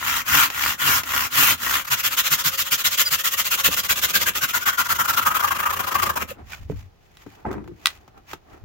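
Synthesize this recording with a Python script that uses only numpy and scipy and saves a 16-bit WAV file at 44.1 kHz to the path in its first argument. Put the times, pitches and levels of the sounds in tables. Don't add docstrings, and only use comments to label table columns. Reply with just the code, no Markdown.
import sys
import numpy as np
from scipy import signal
from scipy.fft import rfft, irfft
from scipy.io import wavfile
from scipy.ndimage import uniform_filter1d

SR = 44100
rng = np.random.default_rng(int(sys.argv[2]) if len(sys.argv) > 2 else 0)


def wav_out(sig):
    wavfile.write(sys.argv[1], SR, np.round(np.clip(np.atleast_2d(sig).T, -1, 1) * 32767).astype(np.int16))


N = 381024
TIME = np.arange(N) / SR
FREQS = np.maximum(np.fft.rfftfreq(N, 1 / SR), 1)

# (frequency [Hz], level [dB])
ROOM_TONE = [(15, -29), (25, -4.5), (84, -3.5), (301, -20), (373, -13.5), (530, -20.5), (690, -16.5),
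             (800, -16.5), (950, -24.5), (1700, -26.5), (6740, -37.5), (8140, -50.5), (16000, -39.5)]
ROOM_TONE_DB = -55.5
# (frequency [Hz], t60 [s])
ROOM_T60 = [(100, 0.13), (1000, 0.13), (4000, 0.11), (15000, 0.093)]
# (frequency [Hz], left minus right [dB])
LEFT_BIAS = [(100, -2), (400, -2.5), (650, 0), (1100, 5), (1350, 2.5), (1800, 5.5), (2800, 2.5),
             (4200, -3.5), (6000, -1), (7800, 1.5), (12000, 1.5), (15000, -1)]
# (frequency [Hz], share [0-1])
LIKENESS = [(60, 0.64), (250, 0.57), (600, 0.19), (1500, 0.32), (4000, 0.34), (14000, 0.38)]
CUTOFF_HZ = 16000

# (time [s], width [s], level [dB])
RUMBLES = [(.345, 0.038, -29.5), (3.685, 0.014, -30.5), (6.46, 0.087, -38), (6.62, 0.031, -31),
           (6.735, 0.068, -26), (7.6, 0.1, -45), (7.98, .04, -54), (8.17, 0.023, -52), (8.54, 0.033, -47),
           (8.64, 0.017, -29)]
# (time [s], width [s], level [dB])
RUSTLES = [(6.385, 0.021, -64), (6.53, 0.032, -35.5), (6.63, 0.02, -49), (6.715, 0.026, -49.5),
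           (6.79, 0.045, -48.5), (7.05, 0.079, -63), (7.22, 0.094, -51), (7.33, 0.075, -51.5),
           (7.89, 0.048, -39), (8.18, 0.013, -60), (8.315, 0.022, -37.5), (8.53, 0.043, -54.5)]
# (time [s], width [s], level [dB])
RUBS = [(6.4, 0.033, -45.5), (7.4, 0.1, -50.5), (7.98, .15, -56), (8.17, 0.027, -48), (8.3, 0.073, -61),
        (8.53, 0.053, -46.5)]
# (frequency [Hz], level [dB])
RUMBLE = [(20, -10.5), (55, -1), (85, 6), (140, -14), (300, -23.5), (700, -45)]
RUSTLE = [(150, -5.5), (400, -12), (780, 1), (1200, -1.5), (2400, 0), (4000, -9), (7000, -9), (8500, -21.5),
          (11000, -17.5), (15000, -12)]
RUB = [(130, -5.5), (220, 1.5), (400, 0.5), (560, -7), (790, 3.5), (950, -5.5), (1400, -7), (2500, -19),
       (6000, -38)]

# (time [s], level in floor [dB], level in board [dB])
THUDS = [(3.683, -29.5, -35), (6.371, -42, -54), (6.699, -23, -46), (6.72, -31, -44), (7.264, -32.5, -43),
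         (7.586, -41, -58), (7.678, -42.5, -62), (7.715, -37, -58)]
# (time [s], hollow knock [dB], contact tick [dB])
KNOCKS = [(7.452, -27.5, -59), (7.463, -31, -64), (7.513, -29, -39.5), (7.528, -32, -39), (7.54, -33, -54),
          (7.6415, -47.5, -53), (7.676, -41, -47), (8.078, -43, -48.5), (8.177, -58, -51),
          (8.332, -26.5, -29.5)]
KNOCK_IN_FLOOR_DB = -8.5
# (time [s], level [dB])
TICKS = [(.016, -29), (.263, -30), (0.501, -20.5), (1.034, -24)]
# (frequency [Hz], level [dB], t60 [s])
FLOOR_MODES = [(75.5, -13.5, 0.24), (107, -10.5, 0.16), (160, -4.5, 0.1), (195, -6, 0.1), (285, -5, 0.085),
               (365, -8, 0.08), (434, 0, 0.038)]
BOARD_MODES = [(515, -11.5, 0.038), (770, 1, 0.026), (900, -3, 0.055), (1025, 1.5, 0.014), (1300, 0, 0.028),
               (1563, -7, 0.045), (2010, -11.5, 0.033)]

# (time [s], level [dB])
SNAPS = [(6.5045, -47), (6.533, -34), (7.1705, -39.5), (7.3431, -61), (7.8577, -3.5), (7.87, -8),
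         (7.903, -33), (7.975, -47), (8.3339, -33)]
# (frequency [Hz], level [dB], t60 [s])
OFFCUT_MODES = [(1156, -5, 0.012), (1550, -3.5, 0.01), (1960, -9, 0.033), (2610, -13, .016),
                (3205, -5, 0.016), (3840, -0.5, 0.0096), (5900, -36, 0.0075)]
# (frequency [Hz], level [dB])
CRACK = [(700, -13.0), (2500, 4.5), (4000, 0), (8000, -7.5), (15000, -11.0)]

# (frequency [Hz], width [Hz], level [dB])
GRIND_MODES = [(72.4, 11, 7.5), (160, 29, -2.5), (212, 9.4, 5), (308, 23, 2.5), (371.5, 12, 3),
               (454, 46, -6)]
# (frequency [Hz], level [dB])
SCRAPE = [(450, 7.5), (750, 1), (950, 4), (1300, -4), (1800, -6), (2600, -17), (3500, -34.5)]
GRIND_START_S, GRIND_ATTACK_S, GRIND_HOLD_S = 7.447, 0.013, 0.067
GRIND_DB, GRIND_FALL_DB_PER_S = -29.5, 80
SCRAPE_DB, SCRAPE_FALL_DB_PER_S = -36, 139.5

# (time [s], half length [s], frequency [Hz], glide over a half length [Hz], level [dB])
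GROANS = [(7.456, .014, 862, -34, -22.5), (7.466, .012, 707, -20, -27.5), (7.505, .06, 368.5, 12, -28),
          (7.578, .055, 212, -5, -33.5), (7.587, .012, 935, -200, -45), (7.695, .035, 350, 23, -34)]
SQUEAKS = [(3.07, 0.031, 4810, -130, -16.5), (3.688, 0.018, 529, -58, -27), (6.318, 0.013, 532, 15, -27)]
# (time [s], level [dB])
CLINK = [(6.532, -34.5)]
# (frequency [Hz], level [dB], t60 [s])
CLINK_MODES = [(1490, -6.5, 0.066), (2380, 3, 0.035), (2500, -5, 0.06), (3350, -19, 0.035)]

# (start [s], turn [s], push rasp [dB], pull rasp [dB],
#  board ring over rasp in push [dB], same in pull [dB])
STROKES = [(-0.29, -0.035, -20.0, -24.5, -3.0, -4), (0.24, 0.494, -18, -25, -3, -4),
           (0.769, 1.025, -19, -24.5, -3.5, -4), (1.294, 1.566, -18, -24, -6, -5),
           (1.842, 1.864, -36, -32.5, -2.5, -4), (1.897, 1.958, -18, -26, -4, -6.5),
           (2.025, 2.095, -20, -25, -8.5, -6.5), (2.161, 2.224, -19.5, -22.5, -8.5, -8.5),
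           (2.296, 2.367, -19, -24.5, -8, -6.5), (2.43, 2.507, -19.0, -25.5, -7.5, -10),
           (2.567, 2.638, -21.5, -28, -10, -5.5), (2.701, 2.767, -19.5, -27, -10.5, -7),
           (2.834, 2.894, -18.5, -24, -11, -11.5), (2.965, 3.04, -19, -25.5, -11.5, -12),
           (3.1, 3.168, -18.5, -27.5, -9.5, -13), (3.23, 3.297, -20, -25, -11.5, -10),
           (3.362, 3.434, -20.5, -24.0, -8.5, -13), (3.497, 3.564, -18.5, -24, -9, -7),
           (3.628, 3.696, -18.5, -24.5, -12.5, -9), (3.759, 3.816, -19.5, -25, -9.5, -8.5),
           (3.881, 3.942, -18, -26.0, -7, -9.5), (4.009, 4.069, -19.5, -25, -7.5, -9),
           (4.126, 4.19, -18.5, -21.5, -4, -9.5), (4.25, 4.323, -17, -22.5, -2, -7),
           (4.402, 4.47, -23.5, -28, 0.5, -9), (4.526, 4.592, -22.0, -31.5, 0.5, 0),
           (4.651, 4.714, -21, -31, 2, 1.5), (4.768, 4.835, -21, -29.5, 3.5, 3),
           (4.88, 4.942, -21.5, -28, 2.5, -1), (4.978, 5.033, -23, -29, 5.5, 4.5),
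           (5.07, 5.121, -21.5, -29, 4.5, 2.5), (5.159, 5.208, -23.5, -28.5, 7, 4.5),
           (5.245, 5.298, -23.5, -28, 6.5, 7), (5.335, 5.388, -23.5, -27.5, 4.5, 5),
           (5.419, 5.465, -26, -27.5, 8.5, 3), (5.499, 5.539, -26.5, -29.5, 7, 2.5),
           (5.581, 5.618, -26, -31, 3, 8.5), (5.65, 5.685, -28, -27.5, 10, 7),
           (5.721, 5.754, -26.5, -29, 2.5, 2), (5.786, 5.821, -26.0, -33.5, 4.5, 3),
           (5.861, 5.903, -27.0, -29.5, 4, 5.5), (5.938, 5.974, -24.5, -27.5, 6.5, 6.5),
           (6.014, 6.048, -23, -28.5, 3.5, 4), (6.086, 6.118, -26.5, -37.5, 6, 4),
           (6.152, 6.19, -27.5, -30, 4.5, 1), (6.241, 6.265, -55, -37, -5, -4)]
SAW_OUT_S = 6.333
PUSH_FASTEST, PULL_FASTEST = 0.519, 0.59
LATER_PER_S = 0.14
DWELL = 0.021
LONG_STROKE_S = 0.15
BEAR_DOWN_DB = 3.5
# (time [s], half length [s])
STALLS = [(3.82, 0.012), (3.946, 0.01), (4.323, 0.027), (6.122, 0.013), (6.259, 0.017)]
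# (time [s], blade share of rasp [0-1], tearing share of force [0-1],
#  wall drumming over skirting [dB])
CUT = [(0, 0.42, 0.57, 10.5), (1.7, 0.47, 0, 1.5), (2.1, 0.62, 0.14, -0.5), (3.2, 0.77, 0.38, -11),
       (4.3, 0.66, 0.6, -9.5), (5, 0.62, 0, -2), (5.6, 0.33, 0, -7.5), (6.3, 0.38, 0.56, -6.5)]
# (time [s], tooth hiss over rasp [dB], thrum over rasp [dB])
DEPTH = [(0.0, -4, -23.5), (1.499, -2, -21), (2.2, -3, -26), (3.3, -1.5, -26), (4.1, -2.5, -18),
         (4.7, -2.5, -21.5), (5.2, -0.5, -16.5), (5.6, -2.5, -13.5), (6.2, -2.5, -8.5)]
PULL_HISS_DB, PULL_THRUM_DB = -1.25, 1.1
# (frequency [Hz], level [dB per Hz])
WOOD_RASP = [(1300, -22.5), (1700, 3.5), (1950, 2.5), (2200, 2.5), (2500, 1.5), (2830, 4), (3150, -18),
             (3800, -21.5), (5500, -11.5), (9000, -19)]
BLADE_RASP = [(1600, -27), (2400, -8.5), (3300, 2.5), (3900, -0.5), (4800, -2.5), (6000, -1), (6900, 0.5),
              (7600, -2.5), (8300, -17.5), (10500, -24.5)]
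TOOTH_HISS = [(6500, -23), (8300, -13), (9200, -11), (10800, -11), (12000, -6.5), (13500, -2.5),
              (15700, -4.5), (17000, -22)]
BOARD_RING = [(330, -38), (450, -29.5), (530, -12), (620, -8.5), (760, -2), (900, 2.5), (1020, 7),
              (1130, 9), (1260, 8.5), (1600, 8), (1850, -4.5), (2400, -33)]

# (frequency [Hz], width [Hz], level [dB])
WALL_MODES = [(92, 14, 3.5), (155, 24, -0.5), (206, 52, -2.5), (280, 59, -0.5), (560, 90, -12.5)]
SKIRTING_MODES = [(81, 15, 4), (104, 36, -3), (179.6, 32, -2), (217, 48, -5), (363.6, 56, -4),
                  (542.4, 57, 0), (708, 130, -5.5)]
BLADE_MODES = [(1149, 25, -2), (1423, 65, 3), (2090, 50, -0.5), (2377, 40, -7), (2860, 140, -2),
               (3220, 80, 2.5)]
THROB_DB = -18.5

# (time [s], push frequency [Hz], pull frequency [Hz], level over the rest of the ring [dB])
CUT_RING = [(0, 1405, 1355, -0.5), (1.8, 1395, 1400, -3), (2.6, 1447, 1243, 2.5), (2.9, 1457, 1420, -4),
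            (3.43, 1300, 1100, -1), (3.9, 1473, 1176, -2), (4.19, 1587, 1244, 7.5), (4.47, 1528, 1297, 8.5),
            (4.59, 1407, 1440, 9.5), (4.72, 1493, 1490, 3.5), (4.83, 1396, 1416, 4.5),
            (5.03, 1340, 1370, 2), (5.21, 1348, 1343, 4), (5.3, 1260, 1320, 2.5), (5.385, 1296, 1450, 0),
            (5.464, 1148, 1162, -1), (5.542, 1074, 1236, -0.5), (5.687, 1226, 1234, 3),
            (5.754, 1124, 1140, 2), (5.903, 1044, 1255, 3), (5.975, 1110, 1233, 7.5),
            (6.118, 1125, 1160, 6), (6.19, 933, 1270, -0.5)]
# (pitch ratio, level [dB])
CUT_PARTNERS = [(0.741, -11), (1.44, -14.5)]
CUT_LIFT_DB = 0.5
CUT_STRAY, CUT_GLIDE = 0.006, 0.05
PARTNER_STRAY, PARTNER_VARY_DB = 0.04, 2

PUSH_CATCHES_PER_S, PULL_CATCHES_PER_S = 138, 68
CATCH_RISE = 0.25
JUDDER_DB, LONG_PULL_JUDDER_DB = 0.7, 4
JERKS_DB = -23.5
# (time [s], level [dB])
SNAGS = [(0.027, -20.5), (.347, -11.5), (.661, -13.5), (1.1386, -17), (1.1694, -19.5), (1.2254, -23.5),
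         (1.377, -17), (1.487, -17), (1.6694, -17)]
# (frequency [Hz], level [dB], t60 [s])
JERK_MODES = [(1076, -1, 0.02), (1400, -1, 0.018), (1890, 1.5, 0.014), (2350, -7.5, 0.007),
              (2830, -12.5, 0.013)]
TURN_TICK_S, TURN_TICK_DB = 0.012, -11
# (frequency [Hz], level [dB])
TURN_TICK = [(1100, 1), (3000, 3.5), (7000, -11.5), (9000, -12), (14000, -4)]

# (time [s], half length [s], frequency [Hz],
#  glide over a half length [Hz], level [dB], fall per overtone [dB])
SHUDDERS = [(0.355, .065, 144, 8.5, -31.5, 6.5), (0.888, 0.082, 143.5, 4, -34, 5),
            (1.402, 0.063, 141.2, 12.5, -35.5, 6), (1.931, 0.037, 129, -36, -34, 8.5),
            (2.328, 0.029, 147.4, 16.5, -32.5, 12.5), (2.471, 0.029, 147, -5, -33, 13),
            (2.733, 0.023, 144.7, -12, -39.5, 5.5), (2.865, .03, 169, 12.5, -42.5, 19.5),
            (3.13, 0.026, 155, 13, -36, 11), (4.44, .025, 134, 28, -38.5, 14),
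            (4.91, .025, 160, 0, -42, 10), (5.005, .025, 160, -22, -38.5, 15)]
# (time [s], level [dB])
HUM_LEVEL = [(0, -63.5), (1.8, -60.5), (2.2, -53.5), (3.8, -56.5), (4.6, -63.5)]
HUM_HZ, HUM_WIDTH_HZ = 535.4, 14


def from_db(db):
    return 10 ** (np.asarray(db) / 20)


def rms_one(x):
    return x / np.sqrt(np.mean(x ** 2) + 1e-20)


def in_time(rows):
    s, *columns = np.transpose(rows)
    return [np.interp(TIME, s, column) for column in columns]


def at_hz(points, hz):
    table_hz, values = np.transpose(points)
    return np.interp(np.log(hz), np.log(table_hz), values)


def drift(rate_hz):
    return rms_one(irfft(rfft(rng.standard_normal(N)) / (1 + (FREQS / rate_hz) ** 2), N))


def band_limits(spectrum):
    low_hz, high_hz = spectrum[0][0], 2 * spectrum[-1][0]
    return 1 / (1 + (low_hz / FREQS) ** 4) / (1 + (FREQS / high_hz) ** 4)


def colour(x, spectrum):
    gain = from_db(at_hz(spectrum, FREQS)) * band_limits(spectrum)
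    return rms_one(irfft(rfft(x) * gain, N))


def stereo_noise(in_phase_hz=1200):
    common, *own = rfft(rng.standard_normal((3, N)))
    share = np.clip(at_hz(LIKENESS, FREQS), 0, 1)
    apart_rad = 2.4 * np.sin(np.pi * (FREQS / in_phase_hz) ** 1.5)
    direct = common * np.exp(1j * apart_rad * np.array([[0.5], [-0.5]]))
    return irfft(np.sqrt(share) * direct + np.sqrt(1 - share) * np.array(own), N)


def ring(clicks, hz, t60_s):
    r = np.exp(-np.log(1000) / (t60_s * SR))
    w = 2 * np.pi * hz / SR
    return signal.lfilter([0, np.sin(w)], [1, -2 * r * np.cos(w), r * r], clicks + 1e-18)


def strike(times_s, levels_db, modes, vary_db):
    out = np.zeros((2, N))
    at = np.round(times_s * SR).astype(int)
    for k, (hz, mode_db, t60_s) in enumerate(modes):
        clicks = np.zeros((2, N))
        chance_db = vary_db * rng.standard_normal((len(at), 2)).T
        clicks[:, at] = from_db(levels_db + mode_db + chance_db)
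        out += ring(clicks, hz, t60_s) * (-1) ** k
    return out


def bursts(times_s, levels_db, t60_s):
    clicks = np.zeros(N)
    clicks[np.round(times_s * SR).astype(int)] = from_db(levels_db)
    return signal.lfilter([1], [1, -np.exp(-np.log(1000) / (t60_s * SR))], clicks + 1e-18)


def swells(rows):
    return np.sqrt(sum((from_db(level_db) * np.exp(-abs(TIME - s) / width_s)) ** 2
                       for s, width_s, level_db in rows))


def resonances(drive, modes):
    out = 0
    for k, (hz, width_hz, mode_db) in enumerate(modes):
        r = np.exp(-np.pi * width_hz / SR)
        poles = [1, -2 * r * np.cos(2 * np.pi * hz / SR), r * r]
        gain = (-1) ** k * from_db(mode_db) * (1 - r * r)
        out = out + gain * signal.lfilter([1, 0, -1], poles, drive)
    return rms_one(out)


def room_tone():
    return from_db(ROOM_TONE_DB) * colour(stereo_noise(), ROOM_TONE)


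def room(x, first_echo_s=0.0044):
    t = TIME[:SR // 2]
    edges_hz = np.geomspace(40, 19000, 9)
    tail = 0
    for low_hz, high_hz in zip(edges_hz, edges_hz[1:]):
        sos = signal.butter(2, [low_hz, high_hz], "band", fs=SR, output="sos")
        band = signal.sosfilt(sos, rng.standard_normal((2, len(t))))
        t60_s = at_hz(ROOM_T60, np.sqrt(low_hz * high_hz))
        tail = tail + band * np.exp(-np.log(1000) * t / t60_s)
    tail = rms_one(tail * (t > first_echo_s)) / np.sqrt(len(t))
    return signal.fftconvolve(x, tail, axes=1)[:, :N]


def handling(grain_db=2.5):
    rumble = from_db(-3.5) * swells(RUMBLES) * colour(stereo_noise(), RUMBLE)
    rustle = from_db(grain_db * drift(70) - 2.0) * swells(RUSTLES) * colour(stereo_noise(), RUSTLE)
    rub = from_db(2.0 * drift(30)) * swells(RUBS) * colour(stereo_noise(), RUB)
    return rumble + rustle + rub


def knocks():
    thud_s, thud_db, board_db = np.transpose(THUDS)
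    knock_s, knock_db, contact_db = np.transpose(KNOCKS)
    tick_s, tick_db = np.transpose(TICKS)
    blow_s = np.append(thud_s, knock_s)
    floor_db = np.append(thud_db, knock_db + KNOCK_IN_FLOOR_DB)
    thuds = from_db(-1.5) * strike(blow_s, floor_db, FLOOR_MODES, vary_db=6.5)
    hollow = from_db(-1.5) * strike(blow_s, np.append(board_db, knock_db), BOARD_MODES, vary_db=3.0)
    ticks = bursts(np.append(tick_s, knock_s), np.append(tick_db, contact_db), t60_s=0.05)
    return thuds + hollow + ticks * colour(stereo_noise(), RUSTLE)


def snap():
    s, level_db = np.transpose(SNAPS)
    crack = bursts(s, level_db, t60_s=0.013) * colour(stereo_noise(), CRACK)
    offcut = strike(s, level_db, OFFCUT_MODES, vary_db=0.0)
    return from_db(-2.5) * offcut + from_db(-1.5) * crack


def grinding(slip_db=2.5, lurch_db=3.0):
    grip = np.clip((TIME - GRIND_START_S) / GRIND_ATTACK_S, 0, 1)
    loose_s = np.maximum(TIME - GRIND_START_S - GRIND_HOLD_S, 0)
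    slips = from_db(slip_db * drift(120) + lurch_db * drift(25))
    grind_gain = from_db(GRIND_DB - GRIND_FALL_DB_PER_S * loose_s)
    scrape_gain = from_db(SCRAPE_DB - SCRAPE_FALL_DB_PER_S * loose_s)
    grind = grind_gain * resonances(slips * stereo_noise(), GRIND_MODES)
    scrape = scrape_gain * colour(slips * stereo_noise(), SCRAPE)
    return grip * (grind + scrape)


def squeaks(rows, waver):
    out = np.zeros((2, N))
    wobble = 1 + waver * drift(170)
    for s, half_s, hz, glide_hz, level_db in rows:
        near = abs(TIME - s) < half_s
        u = (TIME[near] - s) / half_s
        phase = 2 * np.pi * np.cumsum((hz + glide_hz * u) * wobble[near]) / SR
        tone = np.sin(phase + np.array([[0], [1]]))
        out[:, near] += from_db(level_db) * np.cos(np.pi / 2 * u) ** 4 * tone
    return out


def clink():
    s, level_db = np.transpose(CLINK)
    return strike(s, level_db, CLINK_MODES, vary_db=8.0)


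def stroke_clock():
    ends_s = np.append(np.array(STROKES)[:, :2], SAW_OUT_S)
    k = np.clip(np.searchsorted(ends_s, TIME) - 1, 0, len(ends_s) - 2)
    length_s = np.diff(ends_s)[k]
    return k, length_s, np.clip((TIME - ends_s[k]) / length_s, 0, 1)


def stroke_motion(reach_s=0.3345, drive=0.55):
    k, length_s, progress = stroke_clock()
    fastest = np.where(k % 2, PULL_FASTEST, PUSH_FASTEST) + LATER_PER_S * length_s
    fastest = np.clip(fastest, 0.2, 0.8)
    swing = np.where(progress < fastest, progress / fastest, (1 - progress) / (1 - fastest))
    cruise = drive + length_s / reach_s
    moving = np.clip((swing - DWELL) / (1 - DWELL), 0, 1)
    stalled = np.max([np.exp(-((TIME - s) / half_s) ** 4) for s, half_s in STALLS], axis=0)
    return (1 - stalled) * np.tanh(cruise * np.sin(np.pi / 2 * moving)) / np.tanh(cruise), k


def blade_hum():
    speed, _ = stroke_motion()
    level_db, = in_time(HUM_LEVEL)
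    drive = speed * (TIME < SAW_OUT_S) * stereo_noise()
    return from_db(level_db) * resonances(drive, [(HUM_HZ, HUM_WIDTH_HZ, 0)])


def shudders(waver=0.041, rough_db=1.0):
    out = np.zeros((2, N))
    wobble = 1 + waver * drift(40)
    rough = from_db(rough_db * drift(50))
    for s, half_s, hz, glide_hz, level_db, fall_db in SHUDDERS:
        near = abs(TIME - s) < half_s
        u = (TIME[near] - s) / half_s
        phase = 2 * np.pi * np.cumsum((hz + glide_hz * u) * wobble[near]) / SR
        envelope = rough[near] * np.cos(np.pi / 2 * u) ** 2
        for n in range(4):
            tone = np.sin((n + 1) * phase + np.array([[0], [0.5]]))
            out[:, near] += from_db(level_db - fall_db * n) * envelope * tone
    return out


def turn_ticks():
    _, turn_s, _, pull_db, _, _ = np.array(STROKES)[1:-1].T
    envelope = bursts(turn_s + TURN_TICK_S, pull_db + TURN_TICK_DB, t60_s=0.073)
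    return envelope * colour(stereo_noise(), TURN_TICK)


def judder(jitter=0.06, snap_share=0.54):
    k, length_s, progress = stroke_clock()
    long_pull = (k % 2 == 1) & (length_s > LONG_STROKE_S)
    per_s = np.where(long_pull, PULL_CATCHES_PER_S, PUSH_CATCHES_PER_S)
    per_s = per_s * (1 + CATCH_RISE * (progress - 0.5))
    phase = 2 * np.pi * np.cumsum(per_s * (1 + jitter * drift(25))) / SR
    depth_db = np.where(long_pull, LONG_PULL_JUDDER_DB * np.sin(np.pi * progress), JUDDER_DB)
    gain = from_db(depth_db * (np.cos(phase) + snap_share * np.cos(2 * phase)))
    new_cycle = np.diff((phase + 1) // (2 * np.pi), prepend=0) > 0
    catches = np.flatnonzero(long_pull & new_cycle)
    return gain / np.sqrt(uniform_filter1d(gain ** 2, size=2000)), catches


def jerks(catches, speed):
    snag_s, snag_db = np.transpose(SNAGS)
    level_db = JERKS_DB + 20 * np.log10(speed[catches] ** 2 + 1e-3)
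    times_s = np.append(catches / SR, snag_s)
    return strike(times_s, np.append(level_db, snag_db), JERK_MODES, vary_db=0.0)


def teeth(speed, tearing, per_s=1000, size_db=1.0, tear_s=0.00081):
    sizes = from_db(size_db * np.minimum(rng.exponential(1, N), 2.2))
    bites = (rng.random(N) < per_s * (speed + 0.3) / SR) * sizes ** 2
    power = signal.lfilter([1], [1, -np.exp(-2 / (tear_s * SR))], bites)
    share = np.clip(tearing, 0, 1)
    return np.sqrt(1 - share + share * power / power[speed > 0.5].mean())


def cut_resonance(force, hz, width_hz):
    turn = np.exp(2j * np.pi * np.cumsum(hz) / SR)
    sos = signal.butter(2, width_hz / 2, fs=SR, output="sos")
    body = signal.sosfilt(sos, force * stereo_noise() / turn)
    return rms_one((body * turn).real)


def cut_modes(force):
    k, _, progress = stroke_clock()
    at_turn = np.clip(np.array(STROKES)[k // 2, 1] * SR, 0, N - 1).astype(int)
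    push_hz, pull_hz, cut_db = (column[at_turn] for column in in_time(CUT_RING))

    def each_stroke():
        return np.clip(rng.standard_normal(2 * len(STROKES)), -2, 2)[k]

    glide = CUT_GLIDE * np.where(k % 2, 1, -1) * (progress - 0.5)
    hz = np.where(k % 2, pull_hz, push_hz) * (1 + CUT_STRAY * each_stroke() + glide)
    out = cut_resonance(force, hz, width_hz=107)
    for ratio, level_db in CUT_PARTNERS:
        gain = from_db(level_db + PARTNER_VARY_DB * each_stroke())
        partner_hz = hz * ratio * (1 + PARTNER_STRAY * each_stroke())
        out = out + gain * cut_resonance(force, partner_hz, width_hz=84)
    return rms_one(out), cut_db + CUT_LIFT_DB


def blade_ring(force, speed, k, bend=0.05, stray=0.025):
    glide = np.where(k % 2, 1, -1) * (speed - 0.5)
    pitch = 1 + bend * glide + stray * rng.standard_normal(2 * len(STROKES))[k]
    position = np.cumsum(pitch / pitch.mean())
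    steady = resonances(stereo_noise(), BLADE_MODES)
    return np.sqrt(force) * np.array([np.interp(position, np.arange(N), side) for side in steady])


def blade_echo(x, near_s=0.001102, travel_s=0.000896, echo_db=-9):
    k, _, progress = stroke_clock()
    depth = 0.5 - 0.5 * np.cos(np.pi * (k + progress))
    delay_s = near_s + travel_s * (depth + 0.3 * drift(6))
    echo = np.array([np.interp(TIME - delay_s, TIME, side) for side in x])
    return rms_one(x + from_db(echo_db) * echo)


def flex(x, patchy_db=2.5, changes_per_s=14, count=12):
    centres = np.log(np.geomspace(800, 5500, count))
    spectrum, out = rfft(x), x
    for centre in centres:
        share = np.maximum(1 - abs(np.log(FREQS) - centre) / (centres[1] - centres[0]), 0)
        gain = rms_one(from_db(patchy_db * np.clip(drift(changes_per_s), -2, 2)))
        out = out + (gain - 1) * irfft(spectrum * share, N)
    return out


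def saw(unsteady_db=1.53, rasp_power=1.51, hiss_power=1.56, ring_power=1.75, ring_on=0.056,
        thrum_power=0.87, hiss_judder=0.39):
    speed, k = stroke_motion()
    _, length_s, progress = stroke_clock()
    _, _, push_db, pull_db, push_ring_db, pull_ring_db = np.array(STROKES)[k // 2].T
    pull = k % 2
    lean_db = BEAR_DOWN_DB * (length_s > LONG_STROKE_S) * (1 - pull) * (progress - 0.5)
    rasp_db = np.where(pull, pull_db, push_db) + lean_db
    ring_db = rasp_db + np.where(pull, pull_ring_db, push_ring_db)
    hiss_over_db, thrum_over_db = in_time(DEPTH)
    hiss_db = rasp_db + hiss_over_db + PULL_HISS_DB * pull
    thrum_db = rasp_db + thrum_over_db + PULL_THRUM_DB * pull
    blade_share, tearing, wall_db = in_time(CUT)
    blade_share = np.clip(blade_share, 0, 1)
    bite = teeth(speed, tearing) * from_db(unsteady_db * np.clip(drift(30), -2, 2))
    catch, catches = judder()
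    force = bite * catch

    def swell(level_db, power, rest=0.016):
        level = uniform_filter1d(from_db(level_db) * (TIME < SAW_OUT_S), size=300)
        return (speed ** power + rest) * level

    def driven(spectrum, drive):
        return colour(drive * stereo_noise(), spectrum)

    def drumming(envelope, modes):
        shaken = envelope * (force * stereo_noise() + from_db(THROB_DB) * catch ** 2)
        return np.sqrt(np.mean(envelope ** 2)) * resonances(shaken, modes)

    cut, cut_db = cut_modes(force)
    blade_rasp = np.sqrt(blade_share) * driven(BLADE_RASP, bite * np.sqrt(catch))
    wood_rasp = np.sqrt(1 - blade_share) * driven(WOOD_RASP, force)
    rasp = flex(blade_echo(blade_rasp + wood_rasp)) + from_db(-7.0) * blade_ring(force, speed, k)
    board = (driven(BOARD_RING, force) + from_db(cut_db) * cut) / np.hypot(1, from_db(cut_db))
    hiss = driven(TOOTH_HISS, bite * catch ** hiss_judder)
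    shake = swell(thrum_db, thrum_power) / np.hypot(1, from_db(wall_db))
    thrum = drumming(shake * from_db(wall_db), WALL_MODES) + drumming(shake, SKIRTING_MODES)
    sway = colour(stereo_noise(), RUMBLE) * swell(thrum_db, thrum_power)
    return (from_db(-1.56) * rasp * swell(rasp_db, rasp_power)
            + from_db(-0.06) * board * swell(ring_db, ring_power, rest=ring_on)
            + from_db(0.48) * hiss * swell(hiss_db, hiss_power)
            + from_db(2.5) * thrum + from_db(-11.0) * sway + jerks(catches, speed))


def scene():
    tilt = from_db(at_hz(LEFT_BIAS, FREQS) * np.array([[0.5], [-0.5]]))
    sawing = irfft(rfft(saw() + turn_ticks()) * tilt, N) + shudders() + blade_hum()
    blows = knocks() + snap() + grinding() + squeaks(GROANS, waver=0.035) + clink()
    reflections = room(from_db(-9.5) * sawing + from_db(-13.5) * blows)
    blade_squeaks = squeaks(SQUEAKS, waver=0.0087)
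    return room_tone() + handling() + reflections + blows + blade_squeaks + sawing


def record(dry):
    sos = signal.ellip(12, 0.1, 70, CUTOFF_HZ, fs=SR, output="sos")
    return signal.sosfilt(sos, np.clip(dry, -1, 1))


dry = scene()
out = record(dry)
wav_out(out)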